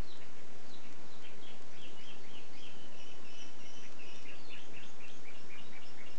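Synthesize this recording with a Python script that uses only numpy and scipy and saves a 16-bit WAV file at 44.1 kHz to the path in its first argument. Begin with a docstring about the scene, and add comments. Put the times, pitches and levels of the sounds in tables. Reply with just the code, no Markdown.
"""Mockingbird in a hard-walled room

A caged mockingbird sings softly a few metres away, repeating each motif a few times: down-slurs and
rasps, arches, dips and buzzes, then quick chips with an upward flick and a thin whistle. Regular
vibration of its syrinx gives gliding tones, chaotic vibration gives rasps, and wall reflections smear
every note. Beneath lie a steady rush, microphone hiss, a faint electronic whine and a few tiny ticks."""
import sys
import numpy as np
from scipy import signal
from scipy.fft import rfft, irfft, next_fast_len
from scipy.io import wavfile
from scipy.ndimage import uniform_filter1d, map_coordinates

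SR = 44100
rng = np.random.default_rng(int(sys.argv[2]) if len(sys.argv) > 2 else 0)


def materialize(psi):
    """Save the field psi as 16-bit PCM at rate SR to the path in sys.argv[1].

    A 1-D psi becomes a single channel; in a 2-D psi each row is a channel.
    """
    bounded = np.clip(np.atleast_2d(psi).T, -1, 1)
    quanta = np.round(bounded * 32767).astype(np.int16)
    wavfile.write(sys.argv[1], SR, quanta)


N = 272749

# Spectra of the ambient rush and the microphone hiss: (frequency [Hz], relative density [dB])
RUSH_SPECTRUM = [(20, -20), (45, -12.5), (90, -5.5), (180, 0.5), (350, 0.5), (500, -2.5), (700, -5),
                 (1000, -9), (1500, -16), (3000, -43.5)]
HISS_SPECTRUM = [(300, -1.5), (1200, 2), (1800, 2.5), (3000, -0.5), (4500, -3), (6500, -4.5), (7400, -7),
                 (8000, -12), (8500, -23.5), (8900, -51.5)]
# Reverberation of the room: (frequency [Hz], time to decay by 60 dB [s])
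REVERB_TIMES = [(1500, 0.17), (3000, 0.43), (7000, 0.48)]

# Motifs before transposition and stretching, one row a note; UPPER and LOWER are accompanying voices:
# (delay [s], length [s], first pitch [Hz], middle pitch [Hz], last pitch [Hz], relative level [dB],
# roughness [0-1])
SLUR_NOTES = [(-.052, 0.051, 4600, 4740, 5100, -9.5, 0.8), (0, 0.061, 4335, 3980, 3850, -3, 0.13),
              (.032, .025, 3960, 3750, 2840, -0.5, 0.34)]
RASP_NOTES = [(.003, 0.049, 3065, 2600, 2405, 0, 0.65), (0.00041, 0.0409, 1800, 2005, 1860, -4, 0.55)]
ARCH_NOTES = [(-.088, .056, 1910, 2350, 2715, -7, 0.42), (-.045, 0.046, 2920, 3250, 3266, -8, .15),
              (0, .057, 3214, 2932, 2403, -0.2, 0.32)]
ARCH_UPPER_NOTES = [(-.086, .076, 4410, 5120, 6270, 0.0051, 0.76)]
BUZZ_NOTES = [(.003, .062, 2980, 3015, 2960, 0.0031, 0.29)]
BUZZ_LOWER_NOTES = [(.034, .038, 2698, 2647, 2600, 0.0066, .18)]
BUZZ_UPPER_NOTES = [(.01, .055, 6130, 5790, 5710, -0.5, 0.21), (.029, .051, 5480, 5360, 5340, -4.5, 0.24)]
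DIP_NOTES = [(0.0049, 0.0527, 2950, 2670, 2630, 0, .2)]
DIP_UPPER_NOTES = [(.005, 0.065, 5660, 5350, 5440, 0, 0.26)]
CHIP_NOTES = [(-.028, .028, 2220, 2510, 2540, -4.5, 0.39), (.002, .019, 2870, 2726, 2460, 1, 0.2),
              (.015, .046, 1988, 1688, 1685, -10.5, .43), (.041, .022, 2774, 2885, 3000, -14, .25)]
FLICK_NOTES = [(0.0036, 0.014, 3050, 3250, 3680, 0.0045, 0.25)]
THIN_NOTES = [(0.028, .049, 6060, 6390, 6840, 0, .2)]
LOW_CHIP_NOTES = [(-.03, .03, 1822, 2323, 2310, -3.5, .27), (0, .013, 2200, 2355, 2368, 2.5, 0.3),
                  (.007, .027, 2345, 1863, 1450, -6.5, .71)]
LOW_FLICK_NOTES = [(0, 0.021, 2920, 2805, 2800, 1, 0.27), (.007, .013, 2950, 3370, 3730, -5.5, 0.31)]
LOW_THIN_NOTES = [(0.033, 0.039, 5250, 5263, 5480, 0, .2)]

# Down-slurs: (time [s], stretch [ratio], level [dB])
SLUR_EVENTS = [(.065, 1.17, -58), (.699, 0.89, -57.5), (1.091, 1.1, -62.5)]
# Electronic impulses: (time [s], height before filtering [dB])
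TICK_EVENTS = [(0.1738, -35.5), (0.6963, -38.5), (0.927, -34.5), (1.2249, -36), (1.623, -33),
               (1.8176, -34.5), (1.8785, -42), (2.6654, -38), (3.9248, -34), (4.16, -31.5), (4.2281, -33),
               (4.5814, -37.5), (5.0826, -34), (6.1603, -37.5)]
# Two-voiced rasps: (time [s], pitch [ratio], level [dB])
RASP_EVENTS = [(.202, 0.93, -59.5), (.362, 0.86, -62.5), (.826, 1.02, -61.5), (1.232, 1.04, -56),
               (1.462, 1.088, -57.5), (3.385, 1.03, -63), (3.82, .985, -57.5)]
# Plain whistles among the motifs: (time [s], length [s], first pitch [Hz], last pitch [Hz], level [dB])
WHISTLE_EVENTS = [(1.225, .037, 3080, 3190, -62), (1.413, .016, 4300, 3390, -61.5),
                  (1.426, .053, 3250, 3294, -54), (1.693, 0.039, 5830, 5900, -70.5),
                  (1.96, 0.039, 2900, 2940, -62.5), (2.193, .035, 4470, 4410, -70),
                  (2.375, .046, 4340, 4270, -69.5), (3.622, .035, 2150, 2160, -57),
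                  (4.142, 0.028, 3590, 3600, -62), (4.356, 0.07, 4660, 4400, -65.3),
                  (4.436, .068, 4278, 4140, -63.5), (4.46, 0.081, 3596, 3485, -62.3),
                  (5.639, .043, 3780, 3840, -63.5)]
# Arches, timed where the fall begins, and dips, which lead into runs of buzzes:
# (time [s], pitch [ratio], stretch [ratio], level [dB], upper voice level [dB])
ARCH_EVENTS = [(1.809, 1.04, 0.93, -53, -72), (2.068, 1.007, 0.95, -53, -65.5),
               (2.332, .99, 1.13, -54, -74), (2.622, 1.001, 1.05, -53, -63.5)]
DIP_EVENTS = [(2.915, 1.02, 0.7, -60, -74), (3.238, .985, 1.05, -58, -65.5),
              (3.583, 1.038, .96, -59.5, -65), (3.982, 0.95, 1.26, -55, -69)]
# Buzzes: (time [s], pitch [ratio], level [dB], lower voice level [dB], upper voice level [dB])
BUZZ_EVENTS = [(2.746, 0.98, -62, -78.5, -82), (2.796, 1.014, -60.5, -79, -82),
               (2.962, 0.98, -59.5, -58.5, -64.5), (3.055, 0.99, -57.7, -62, -68),
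               (3.297, 0.99, -58, -61, -66.5), (3.367, 1, -54, -58, -59.5), (3.645, .994, -61.5, -73, -62),
               (3.718, 1.014, -60, -62.5, -63.5), (3.776, 1.02, -65.5, -67, -64),
               (4.052, .968, -57, -57.5, -64), (4.127, .975, -62.5, -61, -64)]
# Quick chips, and the lower chips that end the phrase:
# (time [s], pitch [ratio], level [dB], flick delay [s], flick level [dB], thin whistle level [dB])
CHIP_EVENTS = [(4.281, 0.99, -49.7, 0.063, -59, -76.5), (4.526, 1.013, -49, 0.06, -53, -67),
               (4.763, .995, -49.5, .06, -53, -65.7), (5.027, .968, -52, 0.059, -53.5, -66.5)]
LOW_CHIP_EVENTS = [(5.279, 0.99, -52.8, 0.062, -56.5, -63.3), (5.526, 1.01, -50.5, 0.052, -53.5, -69),
                   (5.754, 0.98, -53, .064, -54, -62), (6.004, .93, -54, 0.056, -55, -66.5)]


def amp(db):
    """Amplitude ratio of a level in decibels."""
    return 10 ** (np.asarray(db) / 20)


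def unit(x):
    """Normalisation to an rms of 1."""
    return x / np.sqrt(np.mean(x ** 2) + 1e-20)


def along(points, hz):
    """Interpolation of (frequency [Hz], value) points on a logarithmic frequency axis."""
    frequencies, values = np.transpose(points)
    return np.interp(np.log(hz + 1), np.log(frequencies + 1), values)


def wobble(rate, t):
    """Smooth random modulation: a spline through `rate` random knots a second."""
    return map_coordinates(rng.standard_normal(1024), [t * rate], mode="wrap")


def filtered(x, response):
    """Linear filtering: the spectrum of x is multiplied by a frequency response."""
    size = next_fast_len(N + SR // 2)
    hz = np.fft.rfftfreq(size, 1 / SR)
    return irfft(rfft(x, size) * response(hz), size)[:N]


def add(track, start, sound):
    """Superposition of a sound on the track, from a start time in seconds."""
    part = track[max(round(start * SR), 0):][:len(sound)]
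    part += sound[:len(part)]


def noise(spectrum, patchy_db=1):
    """Spectral shaping of white noise, its gain varying in soft patches of time and frequency; rms 1."""
    white = signal.stft(rng.standard_normal(N), nperseg=512)[2]
    patches = uniform_filter1d(rng.standard_normal(white.shape), size=5, axis=0)
    patches = uniform_filter1d(patches, size=14, axis=1)
    patchy = signal.istft(white * amp(patchy_db * unit(patches)), nperseg=512)[1][:N]
    return unit(filtered(patchy, lambda hz: amp(along(spectrum, hz))))


def background(rush_db=-58, hiss_db=-61, whine_hz=6666, whine_db=-82):
    """Noise floor: low ambient rush, microphone hiss and a sinusoidal electronic whine add in power."""
    rush = amp(rush_db) * noise(RUSH_SPECTRUM)
    hiss = amp(hiss_db) * noise(HISS_SPECTRUM)
    whine = amp(whine_db) * np.sqrt(2) * np.sin(2 * np.pi * whine_hz * np.arange(N) / SR)
    return rush + hiss + whine


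def syrinx(length, first_hz, middle_hz, last_hz, rough,
           flutter_depth=0.06, octave_db=-30, rasp_db=1, sag_hz=90, edge_share=0.077):
    """Vibration of the syrinx: a periodic, gliding tone gives way to a chaotic rasp as roughness rises."""
    t = np.arange(int(length * SR)) / SR
    progress = t / length
    glide_hz = np.polyval(np.polyfit([0, 0.5, 1], [first_hz, middle_hz, last_hz], 2), progress)
    flutter = 1 + flutter_depth * rough * wobble(420, t)
    phase = 2 * np.pi * np.cumsum(glide_hz * flutter) / SR
    tone = np.sin(phase) + amp(octave_db) * np.sin(2 * phase)
    # Chaotic vibration spreads into a band centred just under the pitch.
    sagged = phase - 2 * np.pi * sag_hz * t
    rasp = wobble(900, t) * np.sin(sagged) + wobble(900, t) * np.cos(sagged)
    rasp_share = np.clip(rough, 0, 1) ** 1.17
    vibration = (1 - rasp_share) * tone + amp(rasp_db) * rasp_share * rasp
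    ramp = np.clip(np.minimum(progress, 1 - progress) / edge_share, 0, 1)
    pressure = np.sin(np.pi / 2 * ramp) * amp(3.4 * rough * wobble(170, t))
    return unit(pressure * vibration)


def sing(motif, start, db, pitch=1, stretch=1):
    """Transposition and time scaling of a motif, giving a list of notes as (time [s], sound)."""
    notes = []
    for delay, length, first, middle, last, note_db, rough in motif:
        note = syrinx(stretch * length, pitch * first, pitch * middle, pitch * last, rough)
        notes.append((start + stretch * delay, amp(db + note_db) * note))
    return notes


def slurs():
    """Frequency glide: a hoarse, slightly rising lead-in, then a clearer tone that sinks and drops."""
    notes = []
    for start, stretch, db in SLUR_EVENTS:
        notes += sing(SLUR_NOTES, start, db, stretch=stretch)
    return notes


def diffuse_tail(build_up_s=0.0024):
    """Impulse response of energy 1: reflections build up, then decay exponentially, the lows soonest."""
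    hz, t, white = signal.stft(rng.standard_normal(SR // 2), SR, nperseg=256)
    decay = amp(-60 * t / along(REVERB_TIMES, hz)[:, None])
    tail = signal.istft(white * decay, nperseg=256)[1]
    tail *= 1 - np.exp(-np.arange(len(tail)) / (build_up_s * SR))
    return tail / np.linalg.norm(tail)


def room(notes, direct_db=-3.5, reverb_db=-2):
    """Direct plus reverberant field; each note has its own reflections, as when a bird turns its head."""
    song = np.zeros(N)
    for start, note in notes:
        add(song, start, amp(direct_db) * note)
        add(song, start, amp(reverb_db) * signal.fftconvolve(note, diffuse_tail()))
    return song


def ticks():
    """Impulses have broad spectra: dry, single-sample electronic clicks with the top treble rolled off."""
    track = np.zeros(N)
    for start, db in TICK_EVENTS:
        add(track, start, amp([db]))
    return filtered(track, lambda hz: amp(along([(6500, 3.5), (8000, 1.2), (8800, -22)], hz)))


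def rasps():
    """Aperiodic vibration: two low, rough voices sound together as bands of noise."""
    notes = []
    for start, pitch, db in RASP_EVENTS:
        notes += sing(RASP_NOTES, start, db, pitch)
    return notes


def plain_whistles(rough=0.14):
    """Linear frequency sweeps of a nearly pure tone."""
    return [(start, amp(db) * syrinx(length, first, (first + last) / 2, last, rough))
            for start, length, first, last, db in WHISTLE_EVENTS]


def warbles(events, motif, upper):
    """Biphonation: a gliding arch or dip sounds with a fainter voice about an octave above it."""
    notes = []
    for start, pitch, stretch, db, upper_db in events:
        notes += sing(motif, start, db, pitch, stretch)
        notes += sing(upper, start, upper_db, pitch, stretch)
    return notes


def buzzes():
    """Beating: a held note interferes with a lower one while a bright voice falls above them."""
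    notes = []
    for start, pitch, db, lower_db, upper_db in BUZZ_EVENTS:
        notes += sing(BUZZ_NOTES, start, db, pitch)
        notes += sing(BUZZ_LOWER_NOTES, start, lower_db, pitch)
        notes += sing(BUZZ_UPPER_NOTES, start, upper_db, pitch)
    return notes


def chips(events, chip, flick, thin_whistle):
    """Rapid frequency modulation: a rise and a sharp drop, then an upward flick and a thin whistle."""
    notes = []
    for start, pitch, db, delay, flick_db, whistle_db in events:
        notes += sing(chip, start, db, pitch)
        notes += sing(flick, start + delay, flick_db)
        notes += sing(thin_whistle, start + delay, whistle_db)
    return notes


def scene():
    """Superposition of the reverberant song, the ticks and the noise floor in one channel."""
    notes = slurs() + rasps()
    notes += warbles(ARCH_EVENTS, ARCH_NOTES, ARCH_UPPER_NOTES)
    notes += warbles(DIP_EVENTS, DIP_NOTES, DIP_UPPER_NOTES)
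    notes += buzzes()
    notes += chips(CHIP_EVENTS, CHIP_NOTES, FLICK_NOTES, THIN_NOTES)
    notes += chips(LOW_CHIP_EVENTS, LOW_CHIP_NOTES, LOW_FLICK_NOTES, LOW_THIN_NOTES)
    notes += plain_whistles()
    return (room(notes) + ticks() + background())[None]


def record(dry):
    """Band limiting and DC offset: nothing passes above the cutoff, and the converter rests off zero."""
    cutoff_hz, dc_offset = 8850, -0.054
    return filtered(dry[0], lambda hz: hz < cutoff_hz)[None] + dc_offset


dry = scene()
out = record(dry)
materialize(out)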